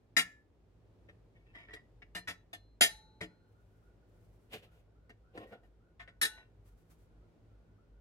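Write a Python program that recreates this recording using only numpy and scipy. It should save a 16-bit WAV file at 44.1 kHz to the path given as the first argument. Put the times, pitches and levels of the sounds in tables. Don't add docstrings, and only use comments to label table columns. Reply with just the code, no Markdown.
import sys
import numpy as np
from scipy import signal
from scipy.fft import rfft, irfft
from scipy.io import wavfile
from scipy.ndimage import uniform_filter1d

SR = 44100
rng = np.random.default_rng(int(sys.argv[2]) if len(sys.argv) > 2 else 0)


def to_wav(sig):
    pcm = np.clip(np.atleast_2d(sig), -1, 1) * 32767
    pcm = np.round(pcm).astype(np.int16)
    wavfile.write(sys.argv[1], SR, pcm.T)


N = 352834
TIME = np.arange(N) / SR
BIN_HZ = np.maximum(np.arange(N // 2 + 1) * SR / N, 1)
MIC_LAG_S = .00017


def undb(db):
    return 10 ** (np.asarray(db) / 20)


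def unit_rms(x):
    return x / np.sqrt(np.mean(x ** 2))


def unit_energy(x):
    return x / np.sqrt(np.sum(x ** 2))


def add(out, x, start_s):
    i = int(start_s * SR)
    out[:, i:i + x.shape[1]] += x[:, :N - i]


def drive(force, response):
    return signal.fftconvolve(force[None], response, axes=1)[:, :N]


def colour(x, points):
    hz, db = np.transpose(points)
    f = np.maximum(np.arange(x.shape[-1] // 2 + 1) * SR / x.shape[-1], 1)
    return unit_rms(irfft(rfft(x) * undb(np.interp(np.log(f), np.log(hz), db)), x.shape[-1]))


def wander(rate_hz):
    k = int(SR / rate_hz)
    steps = np.repeat(rng.standard_normal(N // k + 1), k)
    return 1.5 * uniform_filter1d(uniform_filter1d(steps, k), k)[:N]


def impulses(samples, per_s, spread_db):
    hit = rng.random(samples) < per_s / SR
    sign = rng.choice([-1, 1], samples)
    return hit * sign * undb(spread_db * np.minimum(rng.exponential(size=samples), 3))


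def envelope(strokes, rise_db_s, fall_db_s, column=2):
    rows = np.array(strokes)[:, :, None]
    early = np.maximum(rows[:, 0] - TIME, 0)
    late = np.maximum(TIME - rows[:, 0] - rows[:, 1], 0)
    return undb((rows[:, column] - rise_db_s * early - fall_db_s * late).max(0))


COLOUR_HZ = [1000, 2000, 3500, 6500, 12000]
def ring(modes, length_s, colour_db=(0,) * 5, scatter_db=0, detune=0, spread_rad=.6, lag_s=MIC_LAG_S):
    hz, db, t60 = np.transpose(modes)[:, :, None]
    t = np.arange(int(length_s * SR)) / SR
    level_draw, spread_draw, phase_draw, pitch_draw = rng.standard_normal((4, len(hz), 1))
    hz = hz * (1 + detune * pitch_draw)
    db = db + np.interp(np.log(hz), np.log(COLOUR_HZ), colour_db) + scatter_db * level_draw
    decay = undb(db - 60 * t / t60)
    phase = 2 * np.pi * hz * t + 3 * phase_draw
    apart = np.pi * hz * lag_s + spread_rad * np.minimum(hz / 2000, 1) * spread_draw
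    return np.array([(decay * np.sin(phase + side * apart)).sum(0) for side in (1, -1)])


# f/Hz, relative density/dB
AIR_SPECTRUM = [(15, -36.5), (32, -15.5), (55, -3.5), (80, -13.5), (92, -8.5), (114, -3.5), (134, -24),
                (158, -13), (191, -18.5), (431, -19), (849, -31), (1350, -37), (3570, -45.5),
                (16300, -62.5)]
# f/Hz, correlation
AIR_COHERENCE = [(40, 0.97), (130, 0.86), (290, 0.7), (640, 0.53), (1410, 0.12), (3100, 0.033),
                 (15000, 0.02)]
def air():
    hz, correlation = np.transpose(AIR_COHERENCE)
    alike = np.interp(np.log(BIN_HZ), np.log(hz), correlation)
    mid, side = rfft(rng.standard_normal((2, N)))
    pair = irfft(np.sqrt(1 + alike) * mid + np.sqrt(1 - alike) * side * np.array([[1], [-1]]), N)
    return colour(pair, AIR_SPECTRUM) * undb(-64.5 + wander(3.3))


# f/Hz, width/Hz, level/dB
MOTOR_LINES = [(49.4, 8.2, -66.5), (101.6, 5.1, -74), (161, 2.7, -80.5), (216, 1.4, -87)]
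def motor_hum(start_db=-10, run_up_s=2):
    run_up_db = start_db * np.maximum(1 - TIME / run_up_s, 0)
    out = np.zeros(N)
    for hz, width, db in MOTOR_LINES:
        line = rfft(rng.standard_normal(N)) / (1 + (2 * (BIN_HZ - hz) / width) ** 2)
        out += undb(db + run_up_db) * unit_rms(irfft(line, N))
    return out


def chirps(start_s=2.97, period_s=.283, climb_s=.035, low_hz=1260, high_hz=1460, width_hz=120):
    age = (TIME - start_s) % period_s
    hz = high_hz - (high_hz - low_hz) * np.exp(-age / climb_s)
    lowpass = signal.butter(2, width_hz / 2, fs=SR, output="sos")
    slow = signal.sosfilt(lowpass, rng.standard_normal((2, 2, N)))
    carrier = np.exp(2j * np.pi * np.cumsum(hz) / SR)
    band = unit_rms(np.real((slow[0] + 1j * slow[1]) * carrier))
    db = -80 - 9 * age / period_s - 1.2 * (TIME - start_s) + 4.5 * wander(14)
    return band * undb(db) * np.minimum(age / .0033, 1) * (TIME > start_s)


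def reverberation(direct, t60_s=.28, level_db=-16, coherent_below_hz=700):
    t = np.arange(int(.5 * SR)) / SR
    tail = colour(rng.standard_normal((2, len(t))), [(100, -2), (2000, -1), (16000, -8.5)])
    lowpass = signal.butter(1, coherent_below_hz, fs=SR, output="sos")
    tail = tail + signal.sosfilt(lowpass, tail[0] - tail)
    tail *= undb(-60 * t / t60_s) * (t > .006)
    return undb(level_db) * drive(direct.mean(0), np.sqrt(2) * unit_energy(tail))


# t/s, duration/s, level/dB
RUSTLES = [(3.5, 0.4, -87), (4.1, 0.42, -84), (6.68, .006, -74), (6.78, 0.034, -79), (6.915, 0.0055, -71.5),
           (6.99, .04, -80)]
# f/Hz, relative density/dB
CLOTH_SPECTRUM = [(1500, 4.5), (4000, -4), (8000, -2.5), (12000, -2), (16000, -7)]
def sleeve():
    grainy = rng.standard_normal((2, N)) * undb(2 * wander(60))
    return colour(grainy, CLOTH_SPECTRUM) * envelope(RUSTLES, rise_db_s=350, fall_db_s=264)


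# f/Hz, relative level/dB, free T60/s
TABLE_MODES = [(95, -13.5, .12), (177, -5.5, 0.19), (266, -3.5, 0.11), (316.4, -4.5, .13),
               (437, 0.5, 0.082), (579, -1.5, 0.072), (684, -5, 0.11)]
def table_pushed(bass_cut_hz=450):
    modes = [(hz, db + 9 * np.log2(min(hz / bass_cut_hz, 1)), .33 * t60) for hz, db, t60 in TABLE_MODES]
    response = ring(modes, .1)
    return response * np.minimum(TIME[:response.shape[1]] / .0013, 1) ** 2


def table_struck(thud_db):
    bass_db_per_octave = 2 + .15 * thud_db
    modes = [(hz, db + bass_db_per_octave * np.log2(300 / hz), t60) for hz, db, t60 in TABLE_MODES]
    return ring(modes, .25, scatter_db=1)


# t/s, duration/s, knock/dB, hiss/dB, treble hiss/dB
SCUFFS = [(4.535, 0.012, -48.5, -48, -53), (4.63, 0.014, -63, -65, -71), (4.72, 0.081, -75.5, -84, -80.5),
          (5.355, .085, -51.5, -66.5, -76.5), (5.475, 0.031, -66, -83, -77.5),
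          (5.527, 0.0034, -47.5, -64.5, -74), (5.635, 0.031, -69.5, -91, -85)]
# f/Hz, relative density/dB
SCUFF_SPECTRUM = [(600, -16.5), (1150, -16), (1900, -4), (2800, 4.5), (4500, -12), (7000, -44.5)]
def scuffs():
    knock_gain, hiss_gain, treble_gain = (
        envelope(SCUFFS, rise_db_s=900, fall_db_s=418, column=k) for k in (2, 3, 4))
    table = table_pushed()
    knock = unit_rms(drive(impulses(N, per_s=900, spread_db=3.45), table))
    grains = impulses(N, per_s=6000, spread_db=1.4) + .5 * rng.standard_normal((2, N))
    grains[1] = np.roll(grains[1], int(MIC_LAG_S * SR))
    hiss, treble = colour(grains, SCUFF_SPECTRUM), colour(grains, CLOTH_SPECTRUM)
    return knock * knock_gain + hiss * hiss_gain + treble * treble_gain


STEEL_MODES = {"blade": [(846, -9, 1.), (865, -12, 1.4), (3930, 2, .6), (6130, -3, .4)],
               "tines": [(4130, 0, .8), (4810, -12, .2)], "neck": [(921, -15, .5), (1488, 3, .6),
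               (1933, -9, .4), (2826, -6, .3), (14790, -12, 0.22)], "handle": [(1733, -3, 0.55),
               (1815, 4, 0.22), (10150, -5, .15)]}
# t/s, part, level/dB, duration/s
STEEL_RINGS = [(.17, "handle", -39.5, 0.27), (1.091, "handle", -78.5, 0.18), (2.155, "tines", -56.5, 0.099),
               (2.28, "blade", -69.5, 0.16), (2.535, "tines", -67, .25), (2.812, "blade", -48, 1.2),
               (2.812, "tines", -53, 1.), (3.213, "tines", -72.5, 0.41), (6.0, "neck", -68, 0.2),
               (6.22, "neck", -49.5, 0.24), (6.22, "blade", -53, 0.22), (6.22, "tines", -58, 0.2)]
def steel_rings(attack_s=.0037, damping_s=.03):
    out = np.zeros((2, N))
    for start_s, part, db, held_s in STEEL_RINGS:
        tone = ring(STEEL_MODES[part], held_s, spread_rad=.2, lag_s=.00005)
        t = TIME[:tone.shape[1]]
        gate = np.clip(np.minimum(t / attack_s, (held_s - t) / damping_s), 0, 1)
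        add(out, undb(db) * tone * gate, start_s)
    return out


# f/Hz, relative level/dB, T60 before added damping/s
PLATE_MODES = [(695, -10, 0.11), (1372, -18.5, 0.32), (1685, -9, 0.012), (1818, -4.5, .2),
               (1870, 5.5, 0.041), (2194, -0.5, 0.033), (2357, -8.5, 0.065), (2867, -11.5, 0.16),
               (3210, -10, 0.55), (3460, -9, 0.23), (3864, -4, .09), (4402, -11, 0.042), (4865, -12, 0.32),
               (5080, -12, 0.25), (5650, -22.5, 0.033), (5912, -15.5, .13), (6730, -16, 0.51),
               (6760, -18.5, .13), (7535, -14, 0.17), (7835, -16.5, 0.04), (8520, -9.5, 0.3),
               (8840, -9, .14), (10370, -6.5, 0.19), (10780, -13, 0.19), (11100, -23, 0.17),
               (12400, -16, 0.36), (12042, -17, 0.12), (13530, -22, .11), (14500, -20, 0.11)]
def plate(colour_db, scatter_db, contact_s=.00027, longest_t60_s=.085, crack_t60_s=.074):
    damped = [(hz, db, min(.43 * t60, longest_t60_s)) for hz, db, t60 in PLATE_MODES]
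    clear = ring(damped, .25, colour_db, scatter_db, detune=.004)
    t = TIME[:clear.shape[1]]
    crack_db = np.array(colour_db) + [-8, -3, -3.5, -8, -9]
    spectrum = [(300, crack_db[0] - 15), *zip(COLOUR_HZ, crack_db),
                (14500, crack_db[-1] - 4), (16500, crack_db[-1] - 30)]
    shared, separate = rng.standard_normal(len(t)), rng.standard_normal(clear.shape)
    crack = colour(shared + .93 * separate, spectrum)
    crack[1] = np.roll(crack[1], int(MIC_LAG_S * SR))
    crack *= undb(-60 * t / crack_t60_s)
    onset = np.sin(np.pi / 2 * np.minimum(t / contact_s, 1)) ** 2
    return onset * (unit_energy(clear) + .45 * unit_energy(crack))


# t/s, duration/s, force level/dB, squeak f/Hz
SLIDES = [(1.364, 0.015, -53, 2210), (1.47, 0.043, -59, 2620), (1.55, 0.05, -42.5, 1990),
          (1.601, 0.047, -47.5, 2210), (1.702, 0.067, -43.5, 1940), (5.369, 0.065, -48.5, 1080),
          (5.472, 0.011, -59.5, 1900), (5.522, 0.0084, -45.5, 1450), (6.3, 0.031, -46, 2820),
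          (6.372, 0.011, -43, 1920), (6.416, 0.022, -59, 2720)]
def slides(squeak_db=2.5, squeak_t60_s=.071):
    out = np.zeros((2, N))
    slips = impulses(N, per_s=500, spread_db=3.7)
    body = plate((1.5, -2, -6, -24.5, -41), scatter_db=.9)
    for stroke in SLIDES:
        squeak = ring([(stroke[3], 0, squeak_t60_s)], .25, spread_rad=.88)
        force = slips * envelope([stroke], rise_db_s=901, fall_db_s=457)
        out += drive(force, body + undb(squeak_db) * unit_energy(squeak))
    return out


def chatter(rattle_s, bounce_s=.012):
    t = np.arange(int(.2 * SR)) / SR
    build_up = np.minimum(.69 + t / .0066, 1)
    settling = np.exp(-(t / rattle_s) ** 3)
    hardness = 1 + 1.8 * np.exp(-t / bounce_s)
    force = impulses(len(t), per_s=1500, spread_db=4) * build_up * settling * hardness
    force[0] = 2.2
    return force


# t/s, nominal peak level/dB, thud re clink/dB, colour at 1 kHz/dB,
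# added treble slope/(dB per octave), rattle duration/s
TAPS = [(0.166, -17, -21.5, -8, -1, 0.047), (1.087, -53.5, -6.5, -3, -10.5, 0.022),
        (1.552, -49, -11, -2, -12, 0.0082), (1.6846, -52.5, -7.5, -3, -37, 0.025),
        (1.733, -44, -8, -11, -5.5, 0.016), (2.02, -49.5, -19, -21, -17, 0.012),
        (2.149, -35, -13, 1.5, -1.5, 0.038), (2.2741, -33, -13.5, -2.5, -2, 0.047),
        (2.53, -40, -18.5, 0.5, -1, 0.024), (2.808, -14, -22.5, -7, 1, 0.055),
        (3.2071, -36.5, -4, -6.5, -4.5, 0.038), (5.094, -53, -6, -13, -9, 0.019),
        (5.374, -45.5, -0.5, 15, -5, 0.0069), (5.633, -69.5, -7.5, -6, -10, .03),
        (5.995, -44.5, -25, -7, -12.5, 0.034), (6.076, -50.5, -14.5, -0.5, -11, 0.025),
        (6.2135, -21.5, -24.5, -6.5, 1.5, 0.051)]
def taps(crest_db=5, left_bias_db=2.23, treble_db=(-4.5, -4.5, -8.5)):
    out = np.zeros((2, N))
    octaves = np.log2(np.array(COLOUR_HZ[2:]) / COLOUR_HZ[1])
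    pan_db = np.array([[.5], [-.5]]) * left_bias_db
    for start_s, peak_db, thud_db, low_db, slope_db, rattle_s in TAPS:
        force = chatter(rattle_s)
        colour_db = (low_db, 0, *(treble_db + slope_db * octaves))
        clink = drive(force, plate(colour_db, scatter_db=2.2))
        thud = drive(force, table_struck(thud_db))
        clink /= np.sqrt(np.mean(clink[:, :900] ** 2))
        thud /= np.sqrt(np.mean(thud[:, :1800] ** 2))
        add(out, (clink + undb(thud_db) * thud) * undb(peak_db - crest_db + pan_db), start_s)
    return out


def scene():
    direct = taps() + steel_rings() + slides() + scuffs() + sleeve()
    return direct + reverberation(direct) + air() + motor_hum() + chirps()


def record(dry):
    highpass = signal.butter(6, 38, "high", fs=SR, output="sos")
    lowpass = signal.ellip(10, .2, 70, 16250, fs=SR, output="sos")
    return signal.sosfilt(lowpass, signal.sosfilt(highpass, dry))


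dry = scene()
out = record(dry)
to_wav(out)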